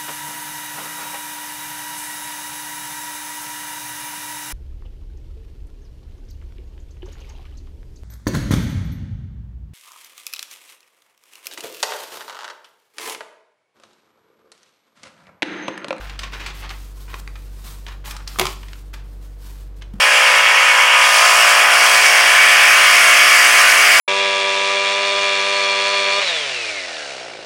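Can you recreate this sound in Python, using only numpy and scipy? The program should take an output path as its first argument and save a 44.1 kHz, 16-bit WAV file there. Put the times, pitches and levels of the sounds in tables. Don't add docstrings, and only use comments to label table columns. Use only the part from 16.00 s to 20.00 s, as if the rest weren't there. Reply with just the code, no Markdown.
import sys
import numpy as np
from scipy import signal
from scipy.fft import rfft, irfft
from scipy.io import wavfile

SR = 44100
rng = np.random.default_rng(int(sys.argv[2]) if len(sys.argv) > 2 else 0)


def output_pcm(signal):
    pcm = np.clip(np.atleast_2d(signal).T, -1, 1) * 32767
    wavfile.write(sys.argv[1], SR, np.round(pcm).astype(np.int16))


N = 176400

# (start [s], length [s], start level [dB], end level [dB], release [s], main pitch [Hz])
SHEET_BENDS = [(0, 0.18, -38.5, -46, .04, 1300), (0.207, 0.052, -39.5, -39, .035, 2200),
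               (0.32, 0.039, -38, -37, 0.032, 2000), (0.393, 0.11, -38.5, -35, 0.019, 2600),
               (0.543, 0.077, -49, -43.5, .02, 4000), (0.622, 0.037, -38, -37.5, 0.027, 1700),
               (0.699, 0.028, -42, -41.5, .035, 1600), (1.079, 0.088, -43.5, -45, 0.018, 1200),
               (1.869, 0.053, -41, -43.5, .025, 1100), (2.04, 0.11, -42, -42.5, .05, 900),
               (2.267, 0.24, -44.5, -58, .01, 1500), (2.405, 0.068, -33.5, -36, 0.02, 3000),
               (2.638, 0.073, -57.5, -50, .03, 1200), (2.93, 0.069, -43, -51.5, .03, 1600),
               (3.811, 0.017, -46, -54, .015, 2300)]
# (start [s], length [s], start level [dB], end level [dB], attack [s], release [s])
SHEET_SLIDES = [(0, 0.059, -51, -52, 0.0033, 0.033), (0.311, .16, -49, -62, .01, .03),
                (0.526, 0.084, -46, -45, 0.024, .025), (0.69, 0.21, -48.5, -52, .01, 0.07),
                (0.939, .23, -51.5, -50, 0.018, 0.018), (1.176, 0.025, -50, -39, .005, 0.0025),
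                (1.23, 0.21, -59, -55.5, .01, 0.018), (1.365, 0.31, -60.5, -48, .015, .02),
                (1.639, 0.14, -40.5, -49.5, 0.0037, 0.076), (1.837, 0.051, -48, -53.5, 0.0086, 0.064),
                (2.046, 0.071, -37.5, -35.5, 0.0062, 0.0059), (2.133, .055, -70, -59, .005, 0.14),
                (2.278, 0.25, -46, -41, 0.0033, .01), (2.555, 0.26, -53, -54, 0.035, 0.012),
                (2.83, 0.067, -60, -59.5, .01, 0.013), (2.933, 0.038, -38, -67, 0.0037, 0.051),
                (3.032, 0.17, -56, -64, 0.012, .03), (3.203, 0.026, -54, -53, 0.011, .09),
                (3.359, 0.11, -63, -48.5, 0.011, .01), (3.441, 0.17, -52, -51, .008, 0.041),
                (3.758, .05, -55, -63.5, 0.0085, 0.011)]
# (time [s], level [dB], patch pitch [Hz], treble tilt [dB/octave], decay [s])
SHEET_SNAPS = [(.010, -36.5, 1510, -4.5, 0.0026), (.095, -36, 2860, 0, 0.006),
               (.1908, -28.5, 2720, 2, 0.0049), (0.232, -28, 2560, -0.5, 0.0087),
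               (0.331, -30.5, 2260, -1.5, 0.015), (.400, -37, 2030, 1, 0.013),
               (.461, -28.5, 2450, 1.5, 0.0088), (0.476, -43, 3000, 2, .002), (.502, -38, 3200, -1, 0.0044),
               (.692, -35, 3660, 1.5, .004), (0.703, -34, 1690, -1, 0.0053),
               (.710, -36.5, 2150, -1.5, 0.0015), (1.132, -42.5, 1500, -4, 0.0028),
               (1.1411, -31, 1460, -4, 0.0023), (1.276, -36, 1670, -2, 0.0015),
               (1.355, -40.5, 2560, -2.5, 0.0058), (1.865, -36, 1150, -2, 0.0033),
               (1.882, -38, 800, -1, 0.0056), (2.056, -38.5, 2500, -3.5, 0.004),
               (2.076, -37.5, 700, -8, 0.008), (2.110, -34, 2310, 5, 0.0027),
               (2.165, -35.5, 1410, 3.5, 0.0039), (2.202, -42.5, 1530, -4.5, 0.0046),
               (2.275, -30, 4400, 6, 0.0057), (2.3594, -36, 1100, -10, 0.0017),
               (2.631, -41, 2970, -3, 0.0036), (2.683, -43.5, 2330, 1, 0.0041),
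               (2.732, -39, 1935, 0, 0.0021), (2.938, -37, 2310, 0, 0.0064), (3.82, -39, 2560, -1, 0.0048),
               (3.935, -64, 6000, 11, .004)]
# (time [s], level [dB], treble tilt [dB/octave], sizzle [dB], decay [s], desk push [dB])
EDGE_LANDINGS = [(2.3868, -21.5, 1.3, -2, 0.0035, -30.5), (2.396, -13.5, 0.8, 6.5, .0022, -22.5),
                 (2.4126, -18.5, -3, 2, .004, -28.5), (2.4541, -21.5, -1.9, 1, 0.0019, -46),
                 (2.468, -23.5, 1, -10.5, .002, -53)]
# (frequency [Hz], level [dB], T60 [s])
DESK_MODES = [(123.4, -11, 0.36), (186.3, -11, 0.32), (372, 5, 0.27), (437, -7, 0.33), (591, -12.5, 0.41),
              (684, -16, 0.26), (760, -14, 0.21), (816, -13, 0.38), (985, -4.5, 0.21), (1270, -18, 0.34),
              (2000, -16, .28), (2330, -7, 0.37)]
# (time [s], level [dB], decay [s])
HAND_BUMPS = [(3.936, -32.5, 0.0047), (3.954, -40, 0.021), (3.983, -46, 0.01)]
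# (frequency [Hz], rms level [dB])
MOTOR_PARTIALS = [(47.95, -34), (96.4, -50.5), (145, -56), (300.5, -61), (482, -66.5)]
# (frequency [Hz], T60 [s])
ROOM_DECAY = [(100, 0.34), (400, 0.37), (1500, 0.37), (4000, 0.43), (9000, 0.37), (16000, 0.24)]
# (frequency [Hz], gain [dB])
CRACKLE_SPECTRUM = [(100, -3.5), (300, -4), (600, -5.5), (900, -1.5), (1500, -2), (2700, -3), (4200, -9),
                    (6500, -15.5), (9000, -27), (15000, -29)]
HISS_SPECTRUM = [(150, 9.5), (500, -11), (1000, 7.5), (2000, 1.5), (4200, 3.5), (7000, 0), (9000, 1),
                 (10300, -3), (12000, 0.5), (15500, -4)]
SNAP_SPECTRUM = [(100, -28), (400, -7), (700, -7), (1000, -0.5), (2400, -1.5), (4500, -3.5), (7000, -11.5),
                 (10000, -22), (16000, -33.5)]
EDGE_SPECTRUM = [(80, -13), (150, -6), (250, -3.5), (400, -2.5), (520, -11), (750, -2.5), (1000, 5.5),
                 (1600, -7), (2200, -2), (3000, -1.5), (4500, -7), (6500, -8.5), (8200, -14), (11000, -16),
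                 (16000, -18.5)]
BUMP_SPECTRUM = [(40, -14), (90, 0.5), (150, 3.5), (210, 3), (300, -6.5), (450, -18), (1200, -20),
                 (4000, -32.5), (16000, -40)]
AIR_SPECTRUM = [(20, -25), (45, -8), (75, 0), (110, 0), (180, -2.5), (260, -11), (400, -8.5), (800, -17.5),
                (2000, -25), (6000, -35.5), (10000, -41.5), (16000, -40)]
ROOM_SPECTRUM = [(100, 5.5), (1000, 2), (3000, -1.5), (8000, 0.5), (16000, 0.5)]

BINS_HZ = np.fft.rfftfreq(4096, 1 / SR)
TREBLE_OCTAVES = np.log2(np.maximum(BINS_HZ, 1000) / 1000)


def amp(db):
    return 10 ** (np.asarray(db) / 20)


def unit_rms(x):
    return x / np.sqrt(np.mean(x ** 2) + 1e-20)


def curve(points, hz=BINS_HZ):
    points_hz, values = np.transpose(points)
    return np.interp(np.log(hz + 1), np.log(points_hz + 1), values)


def add(mix, time_s, sound):
    part = mix[max(round(time_s * SR), 0):][:len(sound)]
    part += sound[:len(part)]


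def colour(x, gain_db):
    log_gain = np.log(amp(np.r_[gain_db, gain_db[-2:0:-1]]))
    taps = np.fft.ifft(np.exp(np.conj(signal.hilbert(log_gain)))).real
    return signal.fftconvolve(x, taps[:len(gain_db)])[:len(x)]


def wander(rate_hz):
    hz = np.fft.rfftfreq(N, 1 / SR)
    lowpass = np.exp(-(hz / rate_hz) ** 2) * (hz > 0)
    return unit_rms(irfft(rfft(rng.standard_normal(N)) * lowpass, N))


def clicks(per_s, spread_db):
    size = amp(spread_db * np.minimum(rng.exponential(1, N), 5))
    return size * rng.choice([-1, 1], N) * (rng.random(N) < per_s / SR)


def burst(level_db, decay_s, spectrum_db, rise_s):
    t = np.arange(SR // 8) / SR
    flurry = rng.choice([-1, 1], len(t)) * np.exp(-t / decay_s) * (1 - np.exp(-t / rise_s))
    sound = colour(flurry, spectrum_db)
    return amp(level_db) * sound / np.sqrt(np.sum(sound ** 2) / (SR / 100))


def stroke(start_s, length_s, from_db, to_db, attack_s, release_s):
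    t = np.arange(N) / SR - start_s
    attack = 1 - np.exp(-np.maximum(t, 0) / attack_s)
    hold = amp(from_db + (to_db - from_db) * np.clip(t / length_s, 0, 1))
    release = np.exp(-np.minimum(np.maximum(t - length_s, 0) / release_s, 20))
    return attack * hold * release


def patch_db(hz, height_db, width_octaves=0.43):
    return height_db * np.exp(-(np.log2((BINS_HZ + 1) / hz) / width_octaves) ** 2)


def paper_crackle(gain_db=-0.5, buckles_per_s=5000, clump_db=2, falloff_db_per_octave=5, attack_s=0.002):
    pitches_hz = np.geomspace(800, 6000, 8)
    patches = []
    for hz in pitches_hz:
        buckles = clicks(buckles_per_s / len(pitches_hz), spread_db=2.5)
        clumps = amp(clump_db * wander(rate_hz=31))
        patches.append(colour(buckles * clumps, curve(CRACKLE_SPECTRUM) + patch_db(hz, height_db=9)))
    out = np.zeros(N)
    for start_s, length_s, from_db, to_db, release_s, hz in SHEET_BENDS:
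        weights = amp(-falloff_db_per_octave * abs(np.log2(pitches_hz / hz)))
        envelope = stroke(start_s, length_s, from_db, to_db, attack_s, release_s)
        out += unit_rms(weights @ np.array(patches)) * envelope
    return amp(gain_db) * out


def paper_hiss(gain_db=0.5, pressure_db=1.7):
    catches = colour(clicks(per_s=14000, spread_db=3), curve(HISS_SPECTRUM))
    pressure = amp(pressure_db * wander(rate_hz=30))
    envelope = np.sqrt(sum(stroke(*slide) ** 2 for slide in SHEET_SLIDES))
    return amp(gain_db) * unit_rms(catches * pressure) * envelope


def paper_snaps():
    out = np.zeros(N)
    for time_s, level_db, hz, tilt, decay_s in SHEET_SNAPS:
        spectrum_db = curve(SNAP_SPECTRUM) + patch_db(hz, height_db=4.5) + tilt * TREBLE_OCTAVES
        add(out, time_s, burst(level_db, decay_s, spectrum_db, rise_s=0.2 * decay_s))
    return out


def stack_knock(sizzle_hz=8500):
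    out = np.zeros(N)
    high_shelf = 1 / (1 + (sizzle_hz / (BINS_HZ + 1)) ** 6)
    for time_s, level_db, tilt, sizzle_db, decay_s, _ in EDGE_LANDINGS:
        spectrum_db = curve(EDGE_SPECTRUM) + tilt * TREBLE_OCTAVES + sizzle_db * high_shelf
        add(out, time_s, burst(level_db, decay_s, spectrum_db, rise_s=0.00034))
    return out


def desk_ring(rise_s=0.0045):
    t = np.arange(SR // 2) / SR
    modes = sum(amp(db - 60 * t / t60_s) * np.sin(2 * np.pi * hz * t) for hz, db, t60_s in DESK_MODES)
    ring = modes * (1 - np.exp(-t / rise_s))
    out = np.zeros(N)
    for time_s, *_, push_db in EDGE_LANDINGS:
        add(out, time_s, amp(push_db) * ring)
    return out


def hand_bumps():
    out = np.zeros(N)
    for time_s, level_db, decay_s in HAND_BUMPS:
        add(out, time_s, burst(level_db, decay_s, curve(BUMP_SPECTRUM), rise_s=0.001))
    return out


def reflections(near_db=-13, near_decay_s=0.0032, near_per_s=3000, tail_db=-8.5, tail_per_s=4000):
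    t = np.arange(SR // 2) / SR
    near = rng.standard_normal(len(t)) * (rng.random(len(t)) < near_per_s / SR)
    near *= (t > 0.001) * np.exp(-t / near_decay_s)
    taps = rng.choice([-1., 1.], len(t)) * (rng.random(len(t)) < tail_per_s / SR) * (t > 0.006)
    hz, frame_s, bands = signal.stft(taps, SR, nperseg=256)
    decay = amp(-60 * frame_s / curve(ROOM_DECAY, hz)[:, None])
    tail = signal.istft(bands * decay, SR, nperseg=256)[1][:len(t)]
    echoes = amp(near_db) * near / np.linalg.norm(near) + amp(tail_db) * tail / np.linalg.norm(tail)
    return colour(echoes, curve(ROOM_SPECTRUM))


def room(x, crossfade_hz=1.288):
    angle_rad = 2 * np.pi * crossfade_hz * np.arange(N) / SR
    shares = np.cos(angle_rad), np.sin(angle_rad)
    return sum(signal.fftconvolve(x * share, reflections())[:N] for share in shares)


def fan(waver_depth=0.077, fundamental_drift_rad=0.021, air_db=-50):
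    t = np.arange(N) / SR
    fundamental_hz = MOTOR_PARTIALS[0][0]
    hum = np.zeros(N)
    for hz, rms_db in MOTOR_PARTIALS:
        waver = 1 + waver_depth * wander(rate_hz=7.8)
        phase_rad = 2 * np.pi * (hz * t + rng.random())
        drift_rad = fundamental_drift_rad * hz / fundamental_hz * wander(rate_hz=1.3)
        hum += amp(rms_db) * np.sqrt(2) * waver * np.sin(phase_rad + drift_rad)
    air_gain = amp(curve(AIR_SPECTRUM, np.fft.rfftfreq(N, 1 / SR)))
    air = irfft(rfft(rng.standard_normal(N)) * air_gain, N)
    return hum + amp(air_db) * unit_rms(air)


def scene():
    handling = paper_crackle() + paper_hiss() + paper_snaps() + stack_knock() + hand_bumps()
    return (handling + room(handling) + desk_ring() + fan())[None]


def record(dry):
    ceiling, cutoff_hz = 0.85, 15850
    rounded = dry / (1 + (dry / ceiling) ** 6) ** (1 / 6)
    lowpass = signal.firwin(511, cutoff_hz, window=("kaiser", 9), fs=SR)
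    return signal.oaconvolve(rounded, lowpass[None], "same")


dry = scene()
out = record(dry)
output_pcm(out)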